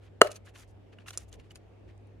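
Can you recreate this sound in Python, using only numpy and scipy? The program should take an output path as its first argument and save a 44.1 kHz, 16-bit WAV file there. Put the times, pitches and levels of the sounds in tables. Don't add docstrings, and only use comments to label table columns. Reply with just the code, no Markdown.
import sys
import numpy as np
from scipy import signal
from scipy.fft import rfft, irfft, next_fast_len
from scipy.io import wavfile
from scipy.ndimage import uniform_filter1d, map_coordinates

SR = 44100
rng = np.random.default_rng(int(sys.argv[2]) if len(sys.argv) > 2 else 0)


def gain_from_db(level_db):
    decades = np.asarray(level_db, float) / 20
    return 10 ** decades


def store_pcm(level_fs):
    pcm = np.round(np.clip(level_fs, -1, 1) * 32767).astype(np.int16)
    wavfile.write(sys.argv[1], SR, np.atleast_2d(pcm).T)


N = 97020


def unit(x):
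    return x / np.sqrt(np.mean(x ** 2) + 1e-20)


def along(points, hz):
    point_hz, value = np.transpose(points)
    return np.interp(np.log(hz + 1), np.log(point_hz + 1), value)


def wobble(knots_per_s):
    knots = rng.standard_normal(int(N * knots_per_s / SR) + 4)
    return map_coordinates(knots, [np.arange(N) * knots_per_s / SR])


def filtered(x, response):
    m = next_fast_len(N + SR // 2)
    return irfft(rfft(x, m) * response(np.fft.rfftfreq(m, 1 / SR)), m)[..., :N]


def add(track, start_s, sound):
    part = track[..., round(start_s * SR):][..., :sound.shape[-1]]
    part += sound[..., :part.shape[-1]]


def rush(spectrum, patchy_db):
    # freq_hz, likeness (0..1)
    likeness = [(60, 0.72), (240, 0.32), (950, 0.2), (3770, 0.07), (15000, 0.04)]
    z = signal.stft(rng.standard_normal((2, N)), nperseg=512)[2]
    field = uniform_filter1d(rng.standard_normal(z.shape[1:]), 6, 0)
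    field = uniform_filter1d(field, 14, 1)
    pair = signal.istft(z * gain_from_db(patchy_db * unit(field)), nperseg=512)[1][:, :N]

    def mid_side_gain(hz):
        angle = np.arccos(np.clip(along(likeness, hz), -1, 1)) / 2
        return gain_from_db(along(spectrum, hz)) * np.array([np.cos(angle), np.sin(angle)])

    mid, side = filtered(pair, mid_side_gain)
    return unit(np.array([mid + side, mid - side]))


def hum():
    hum_hz, rms_db, waver_db, drift_rad = 99.8, -55.5, 2, .5
    level = np.sqrt(2) * gain_from_db(rms_db + waver_db * wobble(9))
    return level * np.sin(2 * np.pi * hum_hz * np.arange(N) / SR + drift_rad * wobble(8))


def rumble():
    # freq_hz, relative_level_db
    spectrum = [(15, -51), (27, -24), (40, -8), (60, 1.5), (90, -5), (125, -25), (200, -100)]
    level_db, waver_db = -59.5, 1.2
    return gain_from_db(level_db + waver_db * wobble(5.6)) * rush(spectrum, patchy_db=2.0)


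def air():
    # freq_hz, relative_level_db
    spectrum = [(90, -30), (130, -1.5), (200, -3), (400, -2.5), (700, -9.5), (1000, -18.5), (1500, -23.5),
                (2600, -24), (4000, -33.5), (7000, -40.5), (16000, -52.5)]
    level_db, waver_db = -59, .8
    return gain_from_db(level_db + waver_db * wobble(3.9)) * rush(spectrum, patchy_db=1.5)


def slides():
    # start_s, length_s, level_db, treble_share (of power, 0..1)
    strokes = [(0, .11, -64, .04), (.215, .09, -48.5, 0.36), (.295, .05, -52.5, 0.575),
               (.335, .055, -54, .7), (.44, .08, -58, .15), (.53, 0.074, -57.5, 0.15),
               (.56, .105, -57, 0.43), (.67, .06, -72, 0.97), (.915, .045, -63, .015),
               (.975, .08, -65, .03), (1.055, .075, -52, .5), (1.115, .065, -55, 0.3),
               (1.155, .11, -59, 0.59), (1.275, 0.0334, -72, .9), (1.31, .06, -59, .5),
               (1.382, .045, -64, .12), (1.42, .08, -72, .03), (1.497, .036, -59, .3),
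               (1.545, .04, -59, 0.75), (1.865, .07, -65, .015)]
    # freq_hz, relative_level_db
    dull_spectrum = [(400, -31), (800, -6), (1400, 0), (2600, -1.5), (4500, -10), (8000, -24), (16000, -48)]
    # freq_hz, relative_level_db
    bright_spectrum = [(2000, -14), (3000, -3), (4500, -6), (6600, 0), (8200, -6), (9500, -3), (12000, -10),
                       (16000, -22)]
    rise = .4
    grains_per_s, grain_db, catch_db = 9000, 2, 2.2
    alike = .6

    t, dull, bright = np.arange(N) / SR, np.zeros(N), np.zeros(N)
    for start_s, length_s, db, treble in strokes:
        u = np.clip((t - start_s) / length_s, 0, 1)
        stroke = gain_from_db(db) * np.sin(np.pi / 2 * np.minimum(u / rise, (1 - u) / (1 - rise))) ** 2
        dull += stroke * np.sqrt(1 - treble)
        bright += stroke * np.sqrt(treble)

    def sparse(*shape):
        return (rng.random(shape) < grains_per_s / SR) * rng.standard_normal(shape)

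    def grains(spectrum):
        pair = np.sqrt(alike) * sparse(N) + np.sqrt(1 - alike) * sparse(2, N)
        pair = pair * gain_from_db(grain_db * wobble(220) + catch_db * wobble(60))
        return unit(filtered(pair, lambda hz: gain_from_db(along(spectrum, hz))))

    return dull * grains(dull_spectrum) + bright * grains(bright_spectrum)


def early():
    t60_s = .013
    t = np.arange(SR // 20) / SR
    tail = rng.standard_normal((2, len(t))) * gain_from_db(-60 * t / t60_s)
    return tail / np.linalg.norm(tail[0])


def ticks():
    # nominal_hz, nominal_level_db, t60_s
    modes = [(700, -1, 0.015), (1371.6, 1, 0.012), (1743, -1.5, 0.012), (2349, -3.5, .008),
             (2846, 2.5, 0.0088), (3500, -2.5, 0.0072), (4390, 0.5, 0.0047), (5100, -6.5, 0.0034),
             (6282, -3.5, 0.0078), (7096, -1, .007), (8690, -4, 0.0061), (9600, 0, 0.0074),
             (11500, -5.5, .004), (13470, -6, .003)]
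    # start_s, peak_db (of the left-right mean), centre_hz, spread_octaves, scrape_s
    tick_list = [(.270, -33, 3080, 1.8, 0.002), (.3155, -36, 5500, .8, 0.0017), (.357, -42, 6300, .7, .003),
                 (.472, -48, 1500, .5, 0.0023), (.5594, -53, 2590, 0.4, .001),
                 (.9374, -55, 1680, .6, 0.0019), (.9853, -45, 1500, .7, 0.0015),
                 (1.0605, -47, 1720, .7, 0.0019), (1.0824, -36, 4500, 1.4, .0012),
                 (1.1054, -37, 4000, 1.5, 0.0011), (1.1314, -47, 4000, 1.3, 0.0013),
                 (1.1388, -44, 4500, 1.3, .001), (1.1746, -17, 7400, .4, .0004),
                 (1.1793, -29, 6740, 0.38, 0.0009), (1.2894, -62, 9500, .4, 0.0023),
                 (1.3275, -41, 5006, 0.75, 0.00084), (1.3392, -52, 4540, 1.1, 0.0013),
                 (1.3974, -50, 2840, 0.87, .0018), (1.5075, -46, 3500, 0.63, .0012),
                 (1.5154, -50, 5960, 1.46, 0.0017), (1.5564, -43, 5900, 1.57, .0008),
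                 (1.5605, -46, 3000, 1.4, .0012), (1.9768, -68, 8110, 0.71, 0.00098),
                 (2.0694, -68, 8010, 1, 0.0024)]
    flex, mode_scatter_db = 0.031, 1.4
    dry_db = -2
    broad_db = -20
    lag_scatter_s = .00004
    early_db = -9

    out, t = np.zeros((2, N)), np.arange(SR // 20) / SR
    size = 2 * len(t)
    f = np.fft.rfftfreq(size, 1 / SR) + 1
    lead = 64
    for start_s, peak_db, centre_hz, octaves, scrape_s in tick_list:
        ring = np.zeros(len(t))
        for mode_hz, level_db, t60_s in modes:
            decay = gain_from_db(level_db + rng.normal(0, mode_scatter_db) - 60 * t / t60_s)
            ring += decay * np.sin(2 * np.pi * mode_hz * (1 + flex * rng.normal()) * t)
        body = rfft(ring, size)
        body = body + gain_from_db(dry_db) * np.abs(body).mean()
        u = t / scrape_s
        scrape = rfft(rng.standard_normal(len(t)) * u * np.exp(-u), size)
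        near = np.exp(-.5 * (np.log2(f / centre_hz) / octaves) ** 2)
        near += gain_from_db(broad_db) * f / (f + 600)
        lag_s = lag_scatter_s * rng.normal() * np.array([[1], [-1]])
        ports = np.exp(1j * np.pi * f * lag_s) + gain_from_db(early_db) * rfft(early(), size)
        tick = np.roll(irfft(ports * scrape * near * body), lead, axis=1)
        add(out, start_s - lead / SR, gain_from_db(peak_db) * tick / np.abs(tick.mean(axis=0)).max())
    return out


def snap():
    # start_s, push (signed, relative)
    slips = [(.2119, 0.021), (.2145, -.3), (.2154, .7), (.2162, -.9), (.2168, 1.2), (.2175, .6)]
    # start_s, level_db
    shudders = [(.2245, -22), (.230, -26), (.2372, -28), (.2475, -25), (.2555, -26), (.2625, -34),
                (.275, -36), (.294, -39), (.312, -41)]
    # mode_hz, relative_level_db, t60_s
    cover = [(435, -4, .028), (520, -9, 0.025), (659, -6, .022), (1100, -10, .012), (1290, -1, .022),
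             (1480, -6, .016), (1650, -4, .018), (2300, -16, .012), (2890, -7, .016), (4000, -14, .01)]
    ring_db, crack_db, crack_t60_s = -4, -15, .013
    soft_hz, soft_s = 700, .0012
    flap_hz, flap_db, flap_t60_s = 600, 3, .055
    low_cut_hz = 390

    out, t = np.zeros(N), np.arange(SR // 8) / SR

    def ring(top_hz):
        total = np.zeros(len(t))
        for mode_hz, db, t60_s in cover:
            level = gain_from_db(db - 60 * t / t60_s) / (1 + (mode_hz / top_hz) ** 6)
            total += level * np.sin(2 * np.pi * mode_hz * t)
        return total

    for start_s, push in slips:
        noise = signal.lfilter([1, 2, 0, -2, -1], 4, rng.standard_normal(len(t)))
        crack = gain_from_db(crack_db - 60 * t / crack_t60_s) * noise
        add(out, start_s, push * (gain_from_db(ring_db) * ring(SR) + crack))
    flap = gain_from_db(flap_db - 60 * t / flap_t60_s) * np.sin(2 * np.pi * flap_hz * t)
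    onset = 1 - np.exp(-t / soft_s)
    for start_s, db in shudders:
        add(out, start_s, gain_from_db(db) * onset * (ring(soft_hz) + flap))
    return signal.sosfilt(signal.butter(3, low_cut_hz, "high", fs=SR, output="sos"), out)


def room(x):
    # freq_hz, t60_s
    walls = [(200, 0.54), (700, .25), (2000, 0.24), (10000, .1)]
    room_db, delay = -26, 400
    hz, t, z = signal.stft(rng.standard_normal((2, SR // 2)), SR, nperseg=256)
    decay = gain_from_db(-60 * t / along(walls, hz)[:, None])
    tail = signal.istft(z * decay, SR, nperseg=256)[1]
    tail = tail / np.linalg.norm(tail[0])
    delayed = np.pad(x, (delay, 0))[None]
    return gain_from_db(room_db) * signal.fftconvolve(delayed, tail, axes=1)[:, :N]


def scene():
    right_lag_s, early_db = .00012, -19
    pop, handling = snap(), ticks() + slides()
    half_lag_s = right_lag_s / 2 * np.array([[1], [-1]])
    ports = filtered(pop, lambda hz: np.exp(2j * np.pi * hz * half_lag_s))
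    ports = ports + gain_from_db(early_db) * signal.fftconvolve(pop[None], early(), axes=1)[:, :N]
    background = hum() + rumble() + air()
    return ports + handling + room(pop + handling.mean(axis=0)) + background


def band_limit(x):
    return signal.sosfilt(signal.butter(12, 16240, fs=SR, output="sos"), x)


def record(dry):
    mic_hz, top, knee = 14500, 1.0, 8
    heard = filtered(dry, lambda hz: 1 / (1 + (hz / mic_hz) ** 6) ** .5)
    clipped = heard / (1 + np.abs(heard / top) ** knee) ** (1 / knee)
    return band_limit(clipped)


dry = scene()
out = record(dry)
store_pcm(out)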